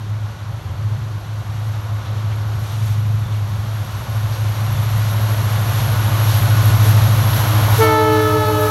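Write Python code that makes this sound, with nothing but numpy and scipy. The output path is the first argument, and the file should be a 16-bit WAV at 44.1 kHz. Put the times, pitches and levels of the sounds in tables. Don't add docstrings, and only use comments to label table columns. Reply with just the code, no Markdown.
import sys
import numpy as np
from scipy import signal
from scipy.fft import rfft, irfft, next_fast_len
from scipy.io import wavfile
from scipy.ndimage import uniform_filter1d, map_coordinates

SR = 44100
rng = np.random.default_rng(int(sys.argv[2]) if len(sys.argv) > 2 else 0)


def output_pcm(signal):
    pcm = np.clip(np.atleast_2d(signal).T, -1, 1) * 32767
    wavfile.write(sys.argv[1], SR, np.round(pcm).astype(np.int16))


N = 383669
T = np.arange(N) / SR


def undb(db):
    return 10 ** (np.asarray(db) / 20)


def curve(table):
    return np.interp(T, *np.transpose(table))


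def swells(table):
    return sum(db * np.exp(-((T - s) / half_s) ** 2) for s, db, half_s in table)


def drift(rate):
    points = rng.standard_normal(int(N / SR * rate) + 4)
    coarse = map_coordinates(points, [T[::64] * rate], order=3, mode="nearest")
    return np.interp(T, T[::64], coarse)


def lowpass(x, hz):
    return signal.sosfiltfilt(signal.butter(2, hz, fs=SR, output="sos"), x)


def noise(spectrum, band=(0, SR), skirt_db=40, ripple_db=0):
    size = next_fast_len(N)
    f = np.arange(size // 2 + 1) * SR / size + 1
    hz, db = np.transpose(spectrum)
    octaves_outside = np.abs(np.log2(f / np.clip(f, hz[0], hz[-1])))
    ripple = map_coordinates(rng.standard_normal(size=2048), [f / 45], order=1, mode="wrap")
    gain = undb(np.interp(np.log(f), np.log(hz), db) - skirt_db * octaves_outside + ripple_db * ripple)
    gain /= np.sqrt(np.mean(gain ** 2 * ((f > band[0]) & (f < band[1]))))
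    return irfft(rfft(rng.standard_normal(size)) * gain, size)[:N]


# t/s, level/dB, f/Hz, half length/s
WHEEL_SQUEAKS = [(3.28, -47, 3510, .06), (4.77, -45, 3500, .05)]

def squeaks():
    out = 0
    for s, db, hz, half_s in WHEEL_SQUEAKS:
        ring = noise([(hz - 25, 0), (hz + 25, 0)], skirt_db=400)
        out += ring * undb(db) * np.exp(-((T - s) / half_s) ** 2)
    return out


# t/s, level/dB, f/Hz, time to fade by 30 dB/s
KNOCKS_AND_SURGES = [(2.05, -43, 3500, .25), (2.315, -33.5, 2200, 0.04), (2.7, -42, 3500, 0.28),
                     (4.322, -38, 4200, 0.097), (6.29, -33, 4200, 0.26), (6.855, -28, 453, 0.11),
                     (7.33, -34, 3800, .25), (7.39, -27, 950, .55), (7.68, -28, 900, .35)]

def knocks_and_surges():
    out = 0
    for s, db, hz, decay_s in KNOCKS_AND_SURGES:
        burst = noise([(hz * .88, 0), (hz * 1.12, 0)], skirt_db=28)
        out += burst * (T > s) * undb(db - 30 * np.abs(T - s) / decay_s)
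    return out


# t/s, level/dB
ROAR_RISE = [(0, -46), (1.5, -45), (2.15, -42), (3.2, -43.5), (4.4, -39.5), (5.2, -36), (6.4, -32.5),
             (7.15, -32.5), (7.7, -30)]
# t/s, level/dB
HISS_RISE = [(0, -62.5), (2.2, -59), (3.4, -57), (5.1, -48.5), (6.6, -45), (8.7, -41.5)]
# t/s, rise/dB, half length/s
HISS_SURGES = [(1.65, 3, 0.13), (2.7, 6, 0.13), (2.88, 6.5, 0.083), (4.36, 1, 0.053), (5.78, 2, 0.12),
               (6.33, 5, 0.11), (6.68, 2.5, 0.048), (6.88, 5, 0.048), (7.37, 3, 0.054), (7.8, 3, 0.075),
               (8.66, 3, .09)]

def train_levels():
    roar_db, hiss_db = curve(ROAR_RISE), curve(HISS_RISE)
    turbo_db = -34.4 + 1.41 * (hiss_db + 45)
    surge_db = swells(HISS_SURGES)
    dip_db = curve([(7.82, 0), (7.97, -6.5)])
    return roar_db + dip_db, hiss_db + surge_db + dip_db, turbo_db + .9 * surge_db + dip_db


# f/Hz, relative level/dB
WHINE_TONES = [(245, -20.5), (378, -18.5), (628, -15), (1146, -10.5), (1465, -5.5), (3773, -15),
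               (7545, -31)]
# t/s, level/dB
HUM_SWELL = [(0, -54.5), (5, -53), (6.5, -40.5), (7.2, -39.5), (7.55, -33.5), (7.8, -36), (7.95, -58)]

def whines(roar_db, doppler, hum_hz=314):
    def tone(hz):
        wavering_hz = hz * doppler * (1 + .0012 * drift(20))
        return np.sqrt(2) * np.sin(2 * np.pi * np.cumsum(wavering_hz) / SR)
    level_db = roar_db - 4 + .25 * (roar_db + 31.5)
    tones = sum(tone(hz) * undb(level_db + db + 3 * drift(5)) for hz, db in WHINE_TONES)
    hum_db = curve(HUM_SWELL) + 2 * drift(9)
    return tones + tone(hum_hz) * undb(hum_db)


# f/Hz, relative level/dB
TURBO_SPECTRUM = [(10300, -35), (10750, -10.5), (11250, -5), (11720, 1.5), (12000, -15), (12500, -13),
                  (13300, -20)]

def turbocharger(level_db, flicker_db=1):
    return noise(TURBO_SPECTRUM) * undb(level_db + flicker_db * drift(45))


# f/Hz, relative level/dB
ROAR_SPECTRUM = [(200, -1), (270, -6), (460, -5.5), (525, 0.5), (700, -1), (1100, 0), (1450, -2),
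                 (1700, -5.5), (2600, -8), (3600, -7), (4500, -10.5), (4950, -15), (5800, -12.5),
                 (7000, -19)]
# f/Hz, relative level/dB
HISS_SPECTRUM = [(4950, -10.5), (5700, -1.5), (6600, -1), (7800, -5), (9600, -3.5), (10400, -7),
                 (13000, -16), (15600, -12)]
# t/s, change/dB
HISS_TOP = [(0, -10), (4, -4), (6.3, -8), (7.6, 4), (8.1, 12), (8.7, 10)]

def wheels_and_fans(roar_db, hiss_db):
    roar = noise(ROAR_SPECTRUM, band=(900, 1260), skirt_db=60, ripple_db=.8)
    low_roar = lowpass(roar, 1700)
    hiss = noise(HISS_SPECTRUM, band=(7700, 10200))
    soft_hiss = lowpass(hiss, 12500)
    hiss = soft_hiss + (hiss - soft_hiss) * undb(curve(HISS_TOP))
    flutter_db = .5 * drift(20)
    low = low_roar * undb(roar_db + 1.38 + .13 * drift(18))
    middle = (roar - low_roar) * undb(.61 * roar_db + .43 * hiss_db + 6 + flutter_db)
    return low + middle + hiss * undb(hiss_db + .2 + flutter_db)


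# delay/s, level/dB
WALL_ECHOES = [(.13, -25), (.51, -16)]

def street_echoes(x, fade_db_per_s=60 / 5.1, wash_db=-17):
    echoes = sum(undb(db) * np.interp(T - delay_s, T, x) for delay_s, db in WALL_ECHOES)
    t = T[:SR]
    tail = rng.standard_normal(SR) * undb(-fade_db_per_s * t) * (t > .02)
    tail = signal.sosfilt(signal.butter(1, 2480, fs=SR, output="sos"), tail)
    wash = signal.fftconvolve(x, tail / np.sqrt(np.sum(tail ** 2)))[:N]
    return lowpass(echoes, 1700) + undb(wash_db) * wash


def horn_note(hz, tones, start_s, rise_s=.029, bloom_s=.021):
    phase = 2 * np.pi * np.cumsum(hz * (1 + .00077 * drift(120))) / SR
    out = 0
    for k, db in tones:
        opening = np.clip((T - start_s - bloom_s * (1 - 1 / k)) / rise_s, 0, 1)
        waver_db = 2 * min(k / 7, 1) * drift(12)
        out += opening * undb(db + waver_db) * np.sin(k * phase + rng.uniform(0, 2 * np.pi))
    return np.sqrt(2) * out


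# multiple of its pitch, relative level/dB, extra fade/(dB per s)
HIGH_HORN_TONES = [(1, -0.5, 0.5), (2, 0, 11), (3, -3, 3), (4, -10, 2.5), (5, -8.5, 29), (6, -24, 1),
                   (7, -22, -0.5), (8, -23, 0), (9, -23, -4), (10, -24, 2), (11, -32.5, -1), (12, -31.5, 0),
                   (13, -30, 0), (14, -29, 1), (15, -33, 1), (16, -38, 0)]
# t/s, change/dB, half length/s
HORN_DROPOUTS = [(7.87, -16, 0.019), (8.3, -16, 0.055)]
# multiple of its pitch, relative level/dB
LOW_HORN_TONES = [(1, -0.5), (2, -2), (3, -8.5), (4, -9.5), (5, -26), (6, -38), (7, -40), (8, -41),
                  (9, -33), (10, -41), (11, -29)]

def horns(high_start_s=7.781, low_start_s=7.806, pitch_hz=438.7, low_ratio=.711, rush_s=.07):
    high_age, low_age = np.maximum(T - high_start_s, 0), np.maximum(T - low_start_s, 0)
    hz = pitch_hz + 10.5 * np.exp(-high_age / .085) - 12.5 * high_age
    high_db, low_db = -16.5 - 5.5 * high_age, -21.5 - 6 * low_age
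    high_extra_db = {1: 8.5 * np.exp(-high_age / rush_s), 2: swells(HORN_DROPOUTS)}
    low_rush_db = -.5 * np.exp(-low_age / rush_s)
    high = [(k, high_db + db - fade * high_age + high_extra_db.get(k, 0))
            for k, db, fade in HIGH_HORN_TONES]
    low = [(k, low_db + db + low_rush_db * (k == 1)) for k, db in LOW_HORN_TONES]
    both = horn_note(hz, high, high_start_s) + horn_note(hz * low_ratio, low, low_start_s)
    return both + street_echoes(both)


# t/s, level/dB
DRONE_LEVEL = [(0, -27), (.2, -22), (.5, -26), (.87, -18.5), (1.2, -25), (1.42, -21), (2.6, -19.5),
               (3.0, -15.5), (3.55, -19.5), (4.1, -18.5), (4.6, -16), (5.35, -16), (5.72, -17), (6.92, -10),
               (7.42, -15), (7.75, -11.5), (7.97, -21.5), (8.45, -18), (8.7, -21.5)]
# t/s, change/dB
ECHO_DIPS = [(.37, -11), (.63, -8), (1.26, -11), (1.45, -3.5), (1.6, -3), (1.82, -5), (2.04, -10),
             (2.69, -9), (3.6, -3.5), (3.87, -16), (4.05, -10), (4.36, -6), (4.56, -7)]
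# t/s, relative level/dB
ECHO_SHARE = [(0, -2.5), (2.5, -6), (4, 1.5), (5.5, -10.5), (6.4, -13), (8.7, -13)]
# t/s, relative level/dB
THROB_DEPTH = [(0, -8), (4, -11), (5.6, 2.5), (6.4, 2.5), (8.7, 1.5)]
# multiple of the engine speed, relative level/dB
EXHAUST_TONES = [(3, -70), (4, -50), (5, -21.5), (6, -17.5), (7, -7), (8, 7.5), (9, -5.5), (10, -7),
                 (11, -23), (12, -49), (13, -27), (14, -32), (15, -26), (16, -30), (17, -41)]
# f/Hz, relative level/dB
GAS_RUMBLE = [(24, -26), (32, -17), (40, -3), (60, -2.5), (95, 9), (140, 2), (210, -10.5), (260, -22),
              (400, -16.5)]

def exhaust(engine_hz, puffs_per_turn=8, weak_spot_s=6.933):
    level_db = curve(DRONE_LEVEL) + swells([(s, db, .043) for s, db in ECHO_DIPS])
    echo_db, throb_db = curve(ECHO_SHARE), curve(THROB_DEPTH)
    turns = np.cumsum(engine_hz) / SR
    turns -= np.interp(weak_spot_s, T, turns)
    core = outer = 0
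    for k, db in EXHAUST_TONES:
        on_puff = k % puffs_per_turn == 0
        direct = 1 if on_puff else -undb(throb_db)
        echoed = undb(echo_db - 2.7 * on_puff) * (drift(7) + 1j * drift(7))
        tone = undb(db) * (direct + echoed) * np.exp(2j * np.pi * k * turns)
        if abs(k - puffs_per_turn) <= 2:
            core += tone
        else:
            outer += tone * undb(4 * on_puff)
    core_power = uniform_filter1d(np.abs(core) ** 2, size=6630) / 2
    drone = core.real / np.sqrt(core_power) * undb(level_db)
    smooth_db = uniform_filter1d(level_db, size=18000)
    rumble = noise(GAS_RUMBLE) * undb(.46 * smooth_db - 21)
    return drone + outer.real * undb(smooth_db + .16 * throb_db) + rumble


# t/s, f/Hz
ENGINE_SPEED = [(0, 13.22), (3.8, 13.26), (4.3, 13.31), (6.4, 13.31), (7.5, 13.26), (8.1, 13.18),
                (8.7, 13.1)]

def scene():
    engine_hz = curve(ENGINE_SPEED)
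    doppler = engine_hz / np.max(engine_hz)
    roar_db, hiss_db, turbo_db = train_levels()
    train = exhaust(engine_hz) + wheels_and_fans(roar_db, hiss_db)
    train += turbocharger(turbo_db) + whines(roar_db, doppler)
    return (train + knocks_and_surges() + squeaks() + horns())[None]


def record(dry, knee=.72, room=.2, top_hz=15750):
    held = np.clip(dry, -knee, knee)
    rounded = held + room * np.tanh((dry - held) / room)
    return signal.sosfilt(signal.ellip(10, .1, 80, top_hz, fs=SR, output="sos"), rounded)


dry = scene()
out = record(dry)
output_pcm(out)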